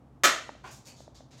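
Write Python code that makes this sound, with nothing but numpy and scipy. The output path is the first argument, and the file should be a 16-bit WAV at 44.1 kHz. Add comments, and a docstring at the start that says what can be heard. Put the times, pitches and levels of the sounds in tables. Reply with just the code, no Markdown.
"""Plastic bottle thrown across a carpeted bedroom.

The shell cracks once against furniture and rings in its modes, then lands with a duller blow.
It tumbles in light, bright rattles: showers of tiny contacts, heard mostly through the room.
A few soft, dry taps, each a few damped sines, sound close by over low ventilation noise and hum."""
import sys
import numpy as np
from scipy import signal
from scipy.fft import rfft, irfft, next_fast_len
from scipy.io import wavfile
from scipy.ndimage import map_coordinates

SR = 44100
rng = np.random.default_rng(int(sys.argv[2]) if len(sys.argv) > 2 else 0)


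def output_pcm(signal):
    """Save a mono or channel-first signal as 16-bit PCM at the path in sys.argv[1].

    Samples are clipped to [-1, 1] before scaling.
    """
    pcm = np.clip(np.atleast_2d(signal).T, -1, 1) * 32767
    wavfile.write(sys.argv[1], SR, np.round(pcm).astype(np.int16))


N = 61739

# ventilation noise spectrum: freq_hz, gain_db
AIR_SPECTRUM = [(25, -41), (40, -18.5), (60, -6.5), (85, -6.5), (125, 1), (175, -8.5), (250, -3.5),
                (400, -14.5), (700, -15), (1100, -21.5), (2000, -35), (4000, -42.5), (8000, -47),
                (16000, -56.5)]
# ventilation hum lines: pitch_hz, rms_db
HUM_LINES = [(63, -64), (133, -63)]
# early wall reflections: delay_s, gain_db
WALL_ECHOES = [(.0052, 4), (.0108, 0), (.0202, 1)]
# room decay: freq_hz, t60_s
ROOM_DECAY = [(150, 0.28), (500, 0.43), (1400, 0.33), (3600, 0.4), (6500, 0.31), (10000, 0.27),
              (16000, 0.14)]
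# close taps: start_s, level_db, pitch_hz, tick_db
CLOSE_TAPS = [(.4919, -20, 840, -7), (0.5511, -36, 636, -30), (1.0048, -34.5, 660, -15),
              (1.0784, -32, 657, -17), (1.206, -35.5, 656, -12)]
# tumbling rattles: start_s, level_db, fade_s, tilt_db_per_octave, hollow_db, ring_db
TUMBLE_RATTLES = [(0.638, -20.5, 0.073, 2, 1.5, -4), (0.67, -24.5, 0.034, 0.5, 4, -18),
                  (0.709, -19, 0.057, 10, -31, -43), (.851, -22, 0.031, 4, -13, -20),
                  (0.866, -18.5, 0.02, 8, 0, -3), (0.962, -24, 0.073, 3, -31, -37),
                  (1.147, -24.5, 0.017, 1, -40, -16), (1.309, -25, 0.035, -0.5, -4.5, -28),
                  (1.373, -24.5, 0.015, 1, -1, -36)]
# rattle spectrum, bright shell: freq_hz, gain_db
SHELL_SPECTRUM = [(200, -32), (1200, -2.5), (2700, -9), (3600, 2), (4400, -0.5), (5100, 0), (6000, 0),
                  (6900, 0.5), (7700, -6.5), (9500, -17), (12000, -21), (14000, -22), (16000, -33)]
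# rattle spectrum, hollow body: freq_hz, gain_db
HOLLOW_SPECTRUM = [(200, -9.5), (800, 4), (1500, -9), (2000, -6.5), (2550, 1), (3300, -1.5), (5000, -13.5),
                   (16000, -36)]
# landing burst spectrum: freq_hz, gain_db
LANDING_SPECTRUM = [(100, -33), (350, -4.5), (520, -6.5), (780, -0.5), (1050, 4), (1450, 1.5), (1750, -4.5),
                    (2600, -8), (3500, -13), (8000, -48), (16000, -67)]
# bottle modes on landing: pitch_hz, gain_db
LANDING_RING_MODES = [(360, -10), (760, -5), (1010, 0.5), (1418, -1.5)]
# crack burst spectrum: freq_hz, gain_db
CRACK_SPECTRUM = [(60, -46.5), (120, -36), (190, -18), (255, -14), (320, -7.5), (430, -12), (650, -5),
                  (930, -12), (1250, 3), (1500, -1), (1750, -1), (2300, -6), (2900, -9), (3550, -10),
                  (4200, -9.5), (4900, -12.5), (6700, -7), (8800, -18.5), (11000, -24), (13500, -19),
                  (16000, -26)]
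# bottle modes on hitting furniture: pitch_hz, gain_db
CRACK_RING_MODES = [(1163, -0.5), (1284, 0), (1330, -6), (1426, -0.5), (1714, 2), (1796, -2), (1883, -10.5),
                    (2157, -5), (2275, -6.5), (2426, -3.5), (3208, -17), (3540, -2.5), (6198, -16)]

BUILD_S = 0.0067  # rise of the room tail and of the bottle modes
TIME_S = np.arange(N) / SR


def amp(db):
    """Decibels to gain."""
    return 10 ** (np.asarray(db) / 20)


def unit_energy(x):
    """Scale to an energy of one."""
    return x / np.sqrt(np.sum(x ** 2) + 1e-20)


def log_interp(points, hz):
    """Read (freq_hz, value) points on a log frequency axis."""
    freqs_hz, values = np.transpose(points)
    return np.interp(np.log(hz + 1), np.log(freqs_hz + 1), values)


def add(track, start_s, sound):
    """Mix a sound into the track."""
    i = int(round(start_s * SR))
    track[i:i + len(sound)] += sound[:N - i]


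def coloured(x, spectrum, tilt_db_per_octave=0):
    """Minimum-phase filter; the tilt pivots at 5 kHz and levels off below 2 kHz."""
    size = 2 * next_fast_len(N)
    hz = np.fft.rfftfreq(size, 1 / SR)
    octaves = np.log2(np.maximum(hz, 2000) / 5000)
    gain = amp(log_interp(spectrum, hz) + tilt_db_per_octave * octaves)
    cepstrum = irfft(np.log(gain), size)
    cepstrum[1:size // 2] *= 2
    cepstrum[size // 2 + 1:] = 0
    return irfft(rfft(x, size) * np.exp(rfft(cepstrum)), size)[:N]


def whitened(burst, limit_s=0.07):
    """Even out a burst's spectrum, then window it to keep it short."""
    spectrum = rfft(burst, 2 * N)
    magnitude = np.abs(spectrum)
    even = irfft(spectrum / np.hypot(magnitude, magnitude.mean() / 10), 2 * N)[:N]
    return unit_energy(even * np.exp(-(TIME_S / limit_s) ** 2))


def wobble(knots_per_s):
    """Smooth random curve."""
    knots = rng.standard_normal(int(N * knots_per_s / SR) + 4)
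    return map_coordinates(knots, [TIME_S * knots_per_s])


def decay(t, t60_s):
    """Exponential fall, 60 dB in t60_s."""
    return np.exp(-np.log(1000) * t / t60_s)


def room_tail(linger_db=-19.5, linger_ratio=2.06):
    """Diffuse reverberation: each band dies at its own rate, and a weak part lingers."""
    hz, t, bands = signal.stft(rng.standard_normal(N), SR, nperseg=256)
    t60_s = log_interp(ROOM_DECAY, hz)[:, None]
    envelope = np.hypot(decay(t, t60_s), amp(linger_db) * decay(t, linger_ratio * t60_s))
    tail = signal.istft(bands * envelope, SR, nperseg=256)[1][:N]
    return unit_energy(tail * (1 - np.exp(-TIME_S / BUILD_S)))


def across_room(x, tail_db):
    """Direct sound, wall echoes and diffuse tail, at unit energy."""
    response = amp(tail_db) * room_tail()
    response[0] += 1
    for delay_s, gain_db in WALL_ECHOES:
        response[int(delay_s * SR)] += amp(gain_db)
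    return unit_energy(signal.fftconvolve(x, response)[:N])


def ventilation(air_rms_db=-56.5, waver_db=1.5):
    """Low air noise and two hum lines that waver in level and phase."""
    air = coloured(rng.standard_normal(N), AIR_SPECTRUM)
    out = amp(air_rms_db) * air / air.std()
    for pitch_hz, rms_db in HUM_LINES:
        peak = np.sqrt(2) * amp(rms_db + waver_db * wobble(6))
        out += peak * np.sin(2 * np.pi * pitch_hz * TIME_S + wobble(12))
    return out


def taps(rise_s=0.0007, body_hz=618, body_db=-13.5, tick_hz=1910, tail_db=-25):
    """Soft, nearly dry taps: a brief push, a body ring common to all and a faint contact tick."""
    out, t = np.zeros(N), TIME_S[:SR // 10]
    mode = lambda hz, t60_s: np.sin(2 * np.pi * hz * t) * decay(t, t60_s)
    rise = 1 - np.exp(-(t / rise_s) ** 2)
    body = amp(body_db) * mode(body_hz, t60_s=0.029)
    for start_s, level_db, pitch_hz, tick_db in CLOSE_TAPS:
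        push = mode(pitch_hz, t60_s=0.0092)
        tick = amp(tick_db) * mode(tick_hz, t60_s=0.0057)
        add(out, start_s, amp(level_db) * rise * (push + body + tick))
    return out + amp(tail_db) * signal.fftconvolve(out, room_tail())[:N]


def rattles(contacts_per_s=760, first_contact_db=8, ring_hz=4600, ring_width_hz=260):
    """Tumbling: a first contact and a shower of tiny ones excite shell, hollow body and a high ring."""
    out = np.zeros(N)
    resonator = signal.iirpeak(ring_hz, ring_hz / ring_width_hz, SR)
    for start_s, level_db, fade_s, tilt_db_per_octave, hollow_db, ring_db in TUMBLE_RATTLES:
        contacts = rng.standard_normal(N) * (rng.random(N) < contacts_per_s / SR)
        contacts *= np.exp(-(TIME_S / fade_s) ** 2)
        contacts[0] = amp(first_contact_db)
        contacts = whitened(contacts)
        shell = unit_energy(coloured(contacts, SHELL_SPECTRUM, tilt_db_per_octave))
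        hollow = amp(hollow_db) * unit_energy(coloured(contacts, HOLLOW_SPECTRUM))
        ring = amp(ring_db) * unit_energy(signal.lfilter(*resonator, contacts))
        add(out, start_s, amp(level_db) * across_room(shell + hollow + ring, tail_db=13))
    return out


def impact(spectrum, modes, burst_t60_s, ring_t60_s, ring_db, tail_db):
    """One blow: a short crunch of the shell through the room, plus modes that ring on."""
    burst = whitened(rng.standard_normal(N) * decay(TIME_S, burst_t60_s))
    ring = sum(amp(db) * np.sin(2 * np.pi * (hz * TIME_S + rng.random())) for hz, db in modes)
    ring *= decay(TIME_S, ring_t60_s) * (1 - np.exp(-TIME_S / BUILD_S))
    crunch = across_room(coloured(burst, spectrum), tail_db)
    return crunch + amp(ring_db) * unit_energy(ring)


def bottle_impacts():
    """Hard crack against furniture, then the duller landing."""
    out = np.zeros(N)
    crack = impact(CRACK_SPECTRUM, CRACK_RING_MODES,
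                   burst_t60_s=0.017, ring_t60_s=0.26, ring_db=-6, tail_db=11)
    landing = impact(LANDING_SPECTRUM, LANDING_RING_MODES,
                     burst_t60_s=0.024, ring_t60_s=0.11, ring_db=-2, tail_db=12.5)
    add(out, start_s=0.2355, sound=amp(16) * crack)
    add(out, start_s=0.64, sound=amp(-13.5) * landing)
    return out


def scene():
    """All sources, mono."""
    return (bottle_impacts() + rattles() + taps() + ventilation())[None]


def record(dry, cutoff_hz=16100):
    """Steep low-pass at the band limit."""
    size = next_fast_len(N + SR // 2)
    hz = np.fft.rfftfreq(size, 1 / SR)
    gain = 1 / np.sqrt(1 + (hz / cutoff_hz) ** 160)
    return irfft(rfft(dry, size) * gain, size)[:, :N]


dry = scene()
out = record(dry)
output_pcm(out)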